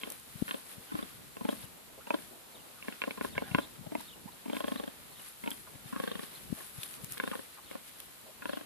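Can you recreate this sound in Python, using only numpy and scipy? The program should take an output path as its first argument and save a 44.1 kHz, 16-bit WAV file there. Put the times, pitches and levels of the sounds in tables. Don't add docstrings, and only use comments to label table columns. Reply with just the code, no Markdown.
import sys
import numpy as np
from scipy import signal
from scipy.fft import rfft, irfft
from scipy.io import wavfile

SR = 44100
rng = np.random.default_rng(int(sys.argv[2]) if len(sys.argv) > 2 else 0)


def master(y):
    cut = np.clip(np.atleast_2d(y).T, -1, 1)
    pcm = np.round(cut * 32767)
    wavfile.write(sys.argv[1], SR, pcm.astype(np.int16))


N = 381465
SIZE = 4096
TIME = np.arange(N) / SR
SIDES = np.array([[1], [-1]])


def undb(db):
    return 10 ** (np.asarray(db) / 20)


def unit(x):
    return x / np.sqrt(np.mean(x ** 2))


def colour(points, hz):
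    point_hz, db = np.transpose(points)
    return np.interp(np.log(np.maximum(hz, 1)), np.log(point_hz), db)


def band(x, lo_hz, hi_hz, order=2):
    return signal.sosfilt(signal.butter(order, [lo_hz, hi_hz], "band", fs=SR, output="sos"), x)


def walk(rate, size):
    return np.interp(np.arange(size) / SR * rate, np.arange(size), rng.standard_normal(size))


def swell(s, rise_s, fall_s):
    return np.exp(-((TIME - s) / np.where(TIME < s, rise_s, fall_s)) ** 2)


def add(out, s, x):
    i = int(s * SR)
    a, b = max(i, 0), min(i + x.shape[-1], N)
    if b > a:
        out[:, a:b] += x[..., a - i:b - i]


# (frequency [Hz], relative spectral level [dB])
AIR_SPECTRUM = [(30, -4.5), (100, -8.5), (220, -6), (480, -4), (750, -5.5), (2100, -9), (4000, -9),
                (6100, -17.5), (8000, -17.5), (9100, -21.5), (10200, -17.5), (11500, -19), (13000, -14),
                (14500, -24)]
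# (frequency [Hz], left minus right [dB])
AIR_BALANCE = [(60, 6), (200, 2), (700, -1.5), (2400, -3.5), (4400, 1), (7000, -3.5), (9800, 9.5),
               (12000, 2.5), (14500, -3)]


def air_noise():
    f = np.arange(N // 2 + 1) * SR / N
    shape = undb(colour(AIR_SPECTRUM, f) + SIDES * colour(AIR_BALANCE, f) / 2)
    return irfft(rfft(rng.standard_normal((2, N))) * shape, N)


def air(hiss_db=-66, top_db=-57.0, middle_db=-59.0, low_db=-61, flicker_db=2.5):
    noise, steady = air_noise(), air_noise()
    hiss = undb(hiss_db) * unit(band(noise, 8700, 11000))
    treble = undb(top_db) * unit(band(steady, 6700, 17500, order=3))
    middle = undb(middle_db) * unit(band(noise, 924, 5400, order=4))
    low = undb(low_db + flicker_db * walk(36, N)) * unit(band(steady, 143, 996, order=3))
    return hiss + treble + middle + low


# (time [s], relative level [dB], dip frequency [Hz], left minus right [dB])
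WIND_PUFFS = [(0.358, -44, 144, 34), (0.424, -27, 233, 42), (0.784, -49.5, 194, 32),
              (0.945, -39.5, 187, 23), (1.643, -48, 118, 27), (3.37, -44, 142.4, 25),
              (3.517, -38.5, 150, 33), (3.55, -31.5, 165, 22), (3.798, -45, 152, 32), (3.814, -44, 176, 28),
              (3.873, -46, 145, 17), (3.985, -47, 234, 20), (4.26, -42.5, 203, -41),
              (5.757, -49.5, 140, 33), (5.861, -49, 140, 30), (6.505, -42.5, 174, 28),
              (6.528, -30.5, 218, 40), (6.786, -47, 131, 24), (7.04, -43.5, 159, 32),
              (7.118, -48.5, 121.9, 26)]
# (time [s], relative rumble level [dB])
BREEZE_LEVELS = [(0.0, -70.5), (0.82, -76), (0.96, -66), (2.99, -75), (3.3, -61.5), (3.73, -65),
                 (3.95, -71.5), (4.84, -67), (5.25, -73), (5.98, -68.5), (6.19, -70.5), (7.28, -69.5),
                 (7.61, -72), (8.65, -70.5)]


def wind(gain_db=8, gust_db=2.5, wake_db=-60, wake_s=0.057):
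    breeze = undb(np.interp(TIME, *np.transpose(BREEZE_LEVELS)) + gain_db)
    wakes = sum(swell(s, wake_s, wake_s) for s, *_ in WIND_PUFFS)
    level = np.sqrt(breeze ** 2 + undb(wake_db) ** 2 * wakes)
    return level * undb(gust_db * walk(12, N)) * unit(band(air_noise(), 47, 246))


def puffs(gain_db=7, eddy_db=-50, eddy_s=0.008):
    out = np.zeros((2, N))
    t = (np.arange(SIZE) - SIZE // 2) / SR
    for s, db, hz, pan_db in WIND_PUFFS:
        dip = -np.cos(2 * np.pi * hz * t) / np.cosh(2.2 * hz * t)
        dip = dip - min(undb(db + 25.5), .6) * np.exp(-(t / 0.00055) ** 2)
        churn = unit(band(rng.standard_normal(SIZE), 76, 222)) * np.exp(-abs(t) / eddy_s)
        balance = unit(undb(SIDES * pan_db / 2))
        add(out, s + t[0], balance * (undb(db + gain_db) * dip + undb(eddy_db) * churn))
    return out


def ticks(count=1500, spread_db=4, decay_s=0.00026):
    impulses = np.zeros((2, N))
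    for when, size, side in rng.random((count, 3)):
        impulses[int(side * 2), int(when * N)] += undb(-spread_db * np.log(max(1 - size, .03)))
    t = TIME[:SIZE // 8]
    tick = rng.standard_normal((2, len(t))) * np.exp(-t / decay_s)
    return unit(band(signal.fftconvolve(impulses, tick, axes=1)[:, :N], 8200, 18000))


# (time of the peak [s], nominal length [s], treble level [dB], middle re the treble [dB])
HISS_SWELLS = [(0.038, 0.34, -53, -4.5), (0.557, 0.34, -50, -3.5), (0.97, 0.33, -56, -0.5),
               (1.536, 0.22, -51.5, -3), (2.14, 0.15, -56, -1.5), (2.338, 0.1, -54.5, -7),
               (3.165, 0.81, -58, 0.5), (3.585, 0.19, -56, 0.5), (4.01, 0.15, -56.5, 0.5),
               (4.695, 0.52, -56, -1), (5.247, 0.19, -52.5, -4), (5.52, 0.2, -52.5, -7),
               (6.093, 0.54, -53.5, -2), (6.664, 0.41, -49.5, -5), (7.18, 0.41, -49, -4),
               (7.94, 0.59, -57, -1.5), (8.536, 0.16, -57.5, -1)]


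def hiss_swells(rise=0.48, treble_grain=0.4, middle_grain=0.36, flutter_db=3.0, tick_db=-11):
    treble_power, middle_power = 0, 0
    for s, length, db, middle_db in HISS_SWELLS:
        hump = swell(s, rise * length, (1 - rise) * length)
        treble_power = treble_power + undb(db) ** 2 * hump
        middle_power = middle_power + undb(db + middle_db) ** 2 * hump
    noise = air_noise()
    treble = unit(band(noise, 8650, 12150) * np.exp(treble_grain * walk(1500, N)))
    treble = treble + undb(tick_db) * ticks()
    middle = unit(band(noise, 1080, 5870, order=4) * np.exp(middle_grain * walk(900, N)))
    flutter = undb(flutter_db * walk(25, N))
    return flutter * (np.sqrt(treble_power) * treble + np.sqrt(middle_power) * middle)


# (time [s], relative crack level [dB], relative level of the body near 3 kHz [dB])
STALK_SNAPS = [(0.102, -31, -39), (0.1207, -34.5, -12), (0.198, -43.5, -20), (0.487, -47, -18),
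               (4.0095, -41, -24), (5.5053, -29.5, -21), (6.435, -51, -2), (6.8321, -33, -0.5),
               (6.94, -43, -2), (7.0449, -34, -14), (7.122, -30.5, -17), (7.179, -38, -1.5),
               (8.002, -36.5, -9.5), (8.214, -48, -30)]


def twigs(decay_s=0.0016, gain_db=5, body_db=1):
    out = np.zeros((2, N))
    t = TIME[:SIZE // 4]
    for s, db, wood_db in STALK_SNAPS:
        noise = rng.standard_normal((2, len(t)))
        crack = unit(band(noise, 8200, 21950))
        body = undb(wood_db + body_db) * unit(band(noise, 2400, 4100))
        add(out, s, undb(db + gain_db) * (crack + body) * np.exp(-t / decay_s))
    return out


def thicket(x, near_db, far_db, near_t60=0.039, far_t60=0.31):
    t = TIME[:SR // 2]
    out = x
    for db, t60 in (near_db, near_t60), (far_db, far_t60):
        decay = np.exp(-np.log(1000) * t / t60) * (t > .004)
        echo = rng.standard_normal((2, len(t))) * decay
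        echo = band(echo, 180, 3500, order=1)
        out = out + undb(db) * signal.fftconvolve(x, unit(echo) / np.sqrt(len(t)), axes=1)[:, :N]
    return out


# (time from its middle [s], frequency [Hz], relative level [dB])
TWITTER_SHAPE = [(-.066, 3000, -20), (-.054, 4000, -14), (-.046, 4420, -8), (-.030, 4280, -6),
                 (-.026, 4100, -22), (-.020, 3620, -7), (-.015, 3780, 0), (-.009, 3550, 0),
                 (-.003, 2950, -6), (0, 2850, -14), (.008, 3350, 0), (.016, 3950, -5), (.018, 3700, -12),
                 (.027, 3000, -1), (.038, 2800, -7), (.052, 2850, -20)]
# (time of the middle [s], relative level [dB])
TWITTER_TIMES = [(1.619, -59), (2.567, -58), (3.348, -55), (4.102, -53.5), (5.169, -57), (5.885, -61),
                 (6.108, -54), (6.866, -57.5), (7.680, -58.5), (8.536, -52.5)]


def bird(gain_db=2):
    out = np.zeros((2, N))
    s, hz, db = np.transpose(TWITTER_SHAPE)
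    t = np.arange(s[0], s[-1], 1 / SR)
    for at, level_db in TWITTER_TIMES:
        track = np.interp(t, s, hz) * (1 + .008 * walk(400, len(t)) + .008 * walk(60, len(t)))
        loud_db = level_db + gain_db + np.interp(t, s, db) + 2 * walk(170, len(t))
        add(out, at + s[0], undb(loud_db) * np.sin(2 * np.pi * np.cumsum(track) / SR))
    return out


# (time [s], length [s], nominal start [Hz], nominal end [Hz], relative level [dB], roughness [1])
PIGLET_SQUEAKS = [(0.04, 0.079, 299, 420, -61, 1), (0.223, 0.011, 1360, 1260, -69, 0),
                  (0.89, 0.025, 1530, 1460, -59.5, 0.13), (1.962, 0.039, 540, 484, -60, 0.88),
                  (2.004, 0.0099, 1110, 1520, -55, 0.3), (2.293, 0.091, 385, 346, -60.5, 0.58),
                  (2.745, 0.08, 1680, 1030, -66, 0.16), (3.355, 0.029, 1394, 1896, -50, 0),
                  (3.388, 0.12, 1477, 1750, -60.5, 0.5), (3.43, 0.15, 800, 707, -59, 0.36),
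                  (3.45, 0.061, 1556, 1430, -61, 0.34), (4.272, 0.018, 804, 1080, -54, 0.07),
                  (5.66, 0.024, 1167, 915, -59, 1.55), (5.927, 0.071, 1426, 1100, -56, 0.4),
                  (5.946, 0.21, 1590, 1837, -63, 0.47), (6.565, 0.026, 620, 560, -62, 1.46),
                  (7.315, 0.028, 1453, 1015, -47.5, 0.58), (7.558, 0.042, 1380, 1094, -60, 1.26),
                  (8.252, 0.056, 550, 573, -60, 0.9)]
HIGH_CHIPS = [(0.885, 0.027, 3100, 2920, -57, 0.2), (0.93, 0.016, 3620, 3560, -51, 0.2),
              (1.025, 0.0065, 3460, 3580, -42.5, 0.2), (1.489, 0.0085, 2790, 3600, -37, 0.1),
              (1.502, 0.0082, 3950, 3750, -45, 0.1), (3.363, 0.032, 3630, 2730, -58, 0.1),
              (3.39, 0.075, 2846, 3550, -61, 0.15), (3.43, 0.04, 3500, 3470, -57, 0),
              (3.585, 0.085, 3420, 3500, -53, 0.33), (3.59, 0.082, 3800, 3800, -52, 0.3),
              (4.318, 0.02, 3400, 4500, -56, 0.1), (4.728, 0.092, 3700, 3620, -57, 0.08),
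              (4.772, 0.013, 3800, 4200, -45, 0.07), (6.35, 0.016, 3600, 4600, -49, 0.04),
              (6.325, 0.075, 3960, 3100, -57.5, 0.3), (6.77, 0.095, 3620, 3620, -57, 0.19),
              (7.205, 0.04, 3750, 3370, -58, 0.12), (7.243, 0.045, 3450, 3850, -51, 0)]


def glides(calls, gain_db, second_db, wobble=0.194, wobble_rate=700):
    out = np.zeros((2, N))
    for s, length, start_hz, end_hz, db, rough in calls:
        n = int(length * SR)
        hz = np.linspace(start_hz, end_hz, n) * (1 + wobble * rough * walk(wobble_rate, n))
        phase = 2 * np.pi * np.cumsum(hz) / SR
        voice = np.sin(phase) + undb(second_db) * np.sin(2 * phase)
        voice = voice * (1 + rough * walk(wobble_rate, n))
        add(out, s, undb(db + gain_db) * unit(voice) * signal.windows.tukey(n, .7))
    return out


def ringing(gain):
    cepstrum = irfft(np.log(gain + 1e-6))
    cepstrum[1:SIZE // 2] *= 2
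    cepstrum[SIZE // 2 + 1:] = 0
    return np.exp(rfft(cepstrum))


def burst(decay_s, early_s):
    noise = unit(rng.standard_normal(SIZE) * np.exp(-TIME[:SIZE] / decay_s))
    return rfft(np.roll(noise, -int(early_s * SR))) / np.sqrt(SIZE)


# (nominal frequency [Hz], nominal width [Hz], relative level [dB])
RESONANCES = [(216, 42, -1), (273.6, 77, 3), (464, 90, -8), (572, 112, -2.5), (910, 70, -15), (1058, 79, 5),
              (1500, 97, 0.5), (1705, 172, 0.5), (2196, 186, -1.5), (2380, 240, -11), (2686, 230, -2),
              (3234, 150, 5.5), (3570, 200, 1), (4230, 130, -6.5)]
COLOUR_HZ = [300, 575, 850, 1100, 1400, 1800, 2160, 2500, 2700, 3300]
# (time [s], snout resonance [Hz], ratio for resonances below 700 Hz [1])
SNOUT_SHAPE = [(.5, 1035, 0.92), (.95, 1010, 1.08), (1.03, 1100, 0.89), (1.37, 1040, 0.87),
               (1.45, 900, 0.97), (1.53, 1090, 0.98), (2.106, 937, 0.99), (2.19, 1050, 1.03),
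               (3.04, 1034, 0.95), (3.25, 1030, 0.91), (3.59, 1018, 0.97), (3.95, 935, 1.09),
               (4.46, 930, 0.93), (4.53, 953, 0.95), (4.61, 1074, 0.98), (4.88, 1090, 0.94),
               (5.48, 957, 0.97), (5.93, 1046, 0.94), (6.04, 1106, 0.86), (6.24, 1130, 0.79),
               (7.2, 1034, 0.88), (7.39, 1075, 0.9), (8.46, 1013, 1.01), (8.6, 1075, 1.08)]
# (frequency [Hz], exponent [1])
SNOUT_FOLLOW = [(600, 0), (850, 1), (1100, 1), (1700, 0.7), (2160, 0.1), (2700, 0.4), (3400, 0.3)]
# (frequency [Hz], left minus right [dB])
CHANNEL_BALANCE = [(250, 4.5), (560, 2.5), (1030, -2), (2400, -1), (4200, -1)]
# (time [s], nominal lead of the right channel [ms])
SOW_BEARING = [(0, .2), (.5, -.1), (1, -.03), (1.5, .16), (2.1, .24), (3.1, .29), (4.6, .19), (5.4, -.1),
               (6, -.32), (7.2, -.34), (8.5, -.26)]


def flap(at_s, db, loose, parts_db, opening=0.22, gain_db=46, rasp_db=-14, rasp_s=0.0033,
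         creak_s=.007, steepness=1.45):
    f = np.arange(SIZE // 2 + 1) * SR / SIZE
    hz, width, mode_db = np.transpose(RESONANCES)[:, :, None]
    chance = rng.standard_normal((len(hz), 2))
    throat, snout, mouth, nose, snap, top = parts_db
    parts = [0, throat, snout, snout, mouth, mouth, nose, snap, snap, top]
    mode_db = mode_db + np.interp(hz, COLOUR_HZ, parts) + chance[:, :1]
    shape_s, *shapes = np.transpose(SNOUT_SHAPE)
    snout_hz, throat_ratio = (np.interp(at_s, shape_s, column) for column in shapes)
    snout_ratio = (snout_hz / 1060) ** np.interp(hz, *np.transpose(SNOUT_FOLLOW))
    hz = hz * np.where(hz < 700, throat_ratio, snout_ratio) * (1 + .015 * chance[:, 1:])
    resonance = abs(f * width / (hz ** 2 - f ** 2 + 1j * f * width)) ** steepness
    ring = ringing(np.linalg.norm(undb(mode_db) * resonance, axis=0))
    slack = np.clip(-(snap + 6) / 15, 0, 1.3)
    push = opening * slack * np.exp(-(f / 1500) ** 2 + 2j * np.pi * f * .0036)
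    rasp = undb(rasp_db) * burst(rasp_s, 0) * np.minimum(f / 1000, 2)
    closure = (1 + push + rasp) / (1 + abs(push) / 2)
    loose = np.clip(loose, 0, 1)
    drive = np.sqrt(1 - loose ** 2) * closure + loose * burst(creak_s, creak_s * .7)
    sound = ring * drive * undb(SIDES * colour(CHANNEL_BALANCE, f) / 2)
    lead_ms = np.interp(at_s, *np.transpose(SOW_BEARING))
    lead_phase = 2 * np.pi * f * lead_ms * 1e-3 * np.interp(f, [500, 1050], [.4, 1])
    sound[1] *= -np.exp(1j * (lead_phase + np.clip(2 * lead_ms, .1, .35)))
    wave = np.roll(irfft(sound), SIZE // 4, axis=1)
    return undb(db + gain_db) * wave * signal.windows.tukey(SIZE, .5)


# (time of first full flap [s], initial rate [flaps/s], relative level [dB], swell to second flap [dB],
#   fade to last flap [dB], later flaps' throat, snout, middle and top re the settled colour [dB; the mouth
#   takes half the middle], lead-in's advance [s], its level re the first flap [dB], first flap's colour [6 x dB])
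SOW_GRUNTS = [(0.035, 24.74, -39.5, -3.5, -6, 5, 1, -6, -10, 0.017, -10, -2, -10.5, -12, -4, -6.5, -12),
              (0.511, 29.8, -37.5, 4.5, 0, -4, -3, 2, 5, 0.024, -17, -4, -2, -2, -12, -4.5, -6),
              (0.9535, 26.97, -33, 3.5, -4.5, -6, -5, 1, -7, 0.031, -1, -5, -8, -13, -28, -25, -27),
              (1.4523, 26.2, -28, 1.5, -9.5, 0, -0.5, -2, -4, 0.038, -7.5, -3, -8.5, -27, -40, -22, -40),
              (2.1063, 26.76, -33.5, 5, 0, 3.5, 0.5, -1, 7, 0.032, -14.5, 8.5, 1.5, -9.5, -34, -2, -25),
              (2.8841, 24.15, -34.5, -9.5, 0, -9, -7, 20.5, 8, 0.035, -13, 1, -11.5, -12, -12, -14, -28),
              (3.0391, 25.17, -42.5, 6.5, 0, 6, 1, -8, -12, 0.016, -12, 11.5, -0.5, -0.5, -1, 1, -20),
              (3.212, 27.26, -34, 2, 0, 3, 3.5, 8, -2, 0.032, -7.5, 2.5, -4.5, -10.5, -11, -12, -31),
              (3.3801, 23.7, -35.5, 0, 0, 7, -3, -14, -8, 0.023, -13, 10.5, -5, -7, -0.5, -5, -24),
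              (3.5485, 26.35, -26, -2, 0, 2.5, 4.5, 10, 5, 0.032, -20.5, -4, -6, -9, -7, -2.5, -17),
              (4.4994, 30.15, -30.5, -2, 0, 2, -5, -6, 5, 0.038, -6, -3, -10.5, -39, -15.5, -24, -33),
              (4.5684, 26.55, -32, -0.5, -5.5, 2, -1, 1.5, 3, 0.017, -6, -2.5, -10, -14.5, -15, -15.5, -22),
              (5.4765, 25.3, -29, -10, 0, -16, -15, 9, 18.5, 0.034, -7, -5, -7.5, -21, -15, -13, -26),
              (5.963, 26.47, -31.5, -1, -9, 1.5, -2.5, 6, 4.5, 0.032, -3.5, -5, -8.5, -14, -32, -26, -29),
              (7.2005, 26.3, -38.5, 5.5, -9.5, 2.5, -3, 9.5, 1, 0.024, -10.5, 5, -4, 1, -1, -4, -13),
              (7.7133, 24.1, -46, 5, -7.5, 5.5, 1, 1, -8, 0.038, -28, 7, -15, -12, -2.5, -12, -24),
              (8.4566, 26.05, -36.5, 3, -11.5, 3, -4, 7.5, 2.5, 0.03, -9, 0, -5, -4, -27, -4.5, -23)]
GRUNT_FLAPS = [3, 2, 3, 3, 2, 2, 2, 2, 2, 2, 2, 9, 2, 8, 6, 2, 5]
# (time [s], relative level [dB], looseness 0-1 [1], colour [6 x dB])
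SINGLE_FLAPS = [(0.481, -47, 0.1, -1, 3, 2, -3, -6, -18), (0.492, -45, 0.1, -1, -4, -2, -6, -5, -12),
                (1.3692, -45, 0.1, 6, -2, -13, -15, -12, -27),
                (2.1893, -45.5, 0.31, -3, -22, -14, -10, -22, -22),
                (2.8267, -54, 0.1, 1, -5, -6, 7, 10.5, -12), (3.019, -43, 0.05, 7, 1, -1, 4, 13.5, -3),
                (3.1092, -41, 0.1, 3, -9, -11, 0.5, -7, -9), (3.868, -45, 0.81, 3, -23, -29, -26, -24, -20),
                (3.924, -34, 0.99, -1.5, -21, -36, -16, -32, -34),
                (3.9531, -31, 0.12, 2, -7, -39, -11, -17, -31),
                (4.006, -53.5, 0.26, -4, 4.5, -5, -16, -14, -21),
                (4.4817, -35.5, 0.3, -14, -17, -34, -23, -31, -35),
                (5.462, -34.5, 0.37, -4, -8, -26, -27, -22, -25),
                (6.608, -52, 0.6, 7, -1, 0.5, -8, -12, -18)]
SETTLED_COLOUR = [1.5, -9.5, -17.5, -32, -26, -25]


def snout_air(gain_db=-55, linger_s=0.026, body_db=-6):
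    power = 0
    for count, (s, rate, *_) in zip(GRUNT_FLAPS, SOW_GRUNTS):
        half = (count - 1) / rate / 2
        power = power + swell(s + half, half + linger_s / 2, half + linger_s)
    noise = air_noise()
    rush = unit(band(noise, 730, 4540, order=4))
    body = undb(body_db) * unit(band(noise, 135, 910, order=3))
    return undb(gain_db) * np.sqrt(power) * (rush + body)


def sow(slowing_s=0.00031, build_s=.0003, lead_loose=0.88, lead_throat_db=-2, loose=0.37,
        hard_loose=0.065, arch_db=3):
    flaps = [(s, db, slack, parts_db) for s, db, slack, *parts_db in SINGLE_FLAPS]
    for count, grunt in zip(GRUNT_FLAPS, SOW_GRUNTS):
        s, rate, db, swell_db, fade_db, warm_db, ring_db, bright_db, top_db, lead_s, lead_db, *onset_db = grunt
        lead_colour = [onset_db[0] + lead_throat_db, *onset_db[1:]]
        flaps.append((s - lead_s, db + lead_db, lead_loose, lead_colour))
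        hard = np.interp(max(onset_db[2:]), [-16, -8], [0, 1])
        flaps.append((s, db, loose + hard * (hard_loose - loose), onset_db))
        offsets_db = [warm_db, ring_db, bright_db / 2, bright_db, bright_db, top_db]
        settled_db = np.add(SETTLED_COLOUR, offsets_db)
        for k in range(1, count):
            spent = (k - 1) / max(count - 2, 1)
            push_db = arch_db * np.sin(np.pi * spent) * np.linspace(0, 1, len(SETTLED_COLOUR))
            at_s = s + k / rate + slowing_s * k * (k - 1) / 2
            flaps.append((at_s, db + swell_db + fade_db * spent ** 2, loose, settled_db + push_db))
    out = np.zeros((2, N))
    for s, *voice in flaps:
        add(out, s - build_s - SIZE // 4 / SR, flap(s, *voice))
    return out


def scene():
    background = air() + wind() + puffs() + hiss_swells() + twigs()
    chips = glides(HIGH_CHIPS, gain_db=-4, second_db=-19, wobble=0.21, wobble_rate=810)
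    high_calls = thicket(bird() + chips, near_db=-9.5, far_db=-15)
    squeaks = glides(PIGLET_SQUEAKS, gain_db=2.0, second_db=-13.5)
    piglets = thicket(squeaks, near_db=-3.0, far_db=-22.0)
    grunts = thicket(sow(), near_db=-19.5, far_db=-23.5) + snout_air()
    return background + high_calls + piglets + grunts


def record(dry):
    thinned = signal.sosfilt(signal.butter(2, 54, "high", fs=SR, output="sos"), dry)
    return signal.sosfilt(signal.ellip(10, .2, 70, 14700, fs=SR, output="sos"), thinned)


dry = scene()
out = record(dry)
master(out)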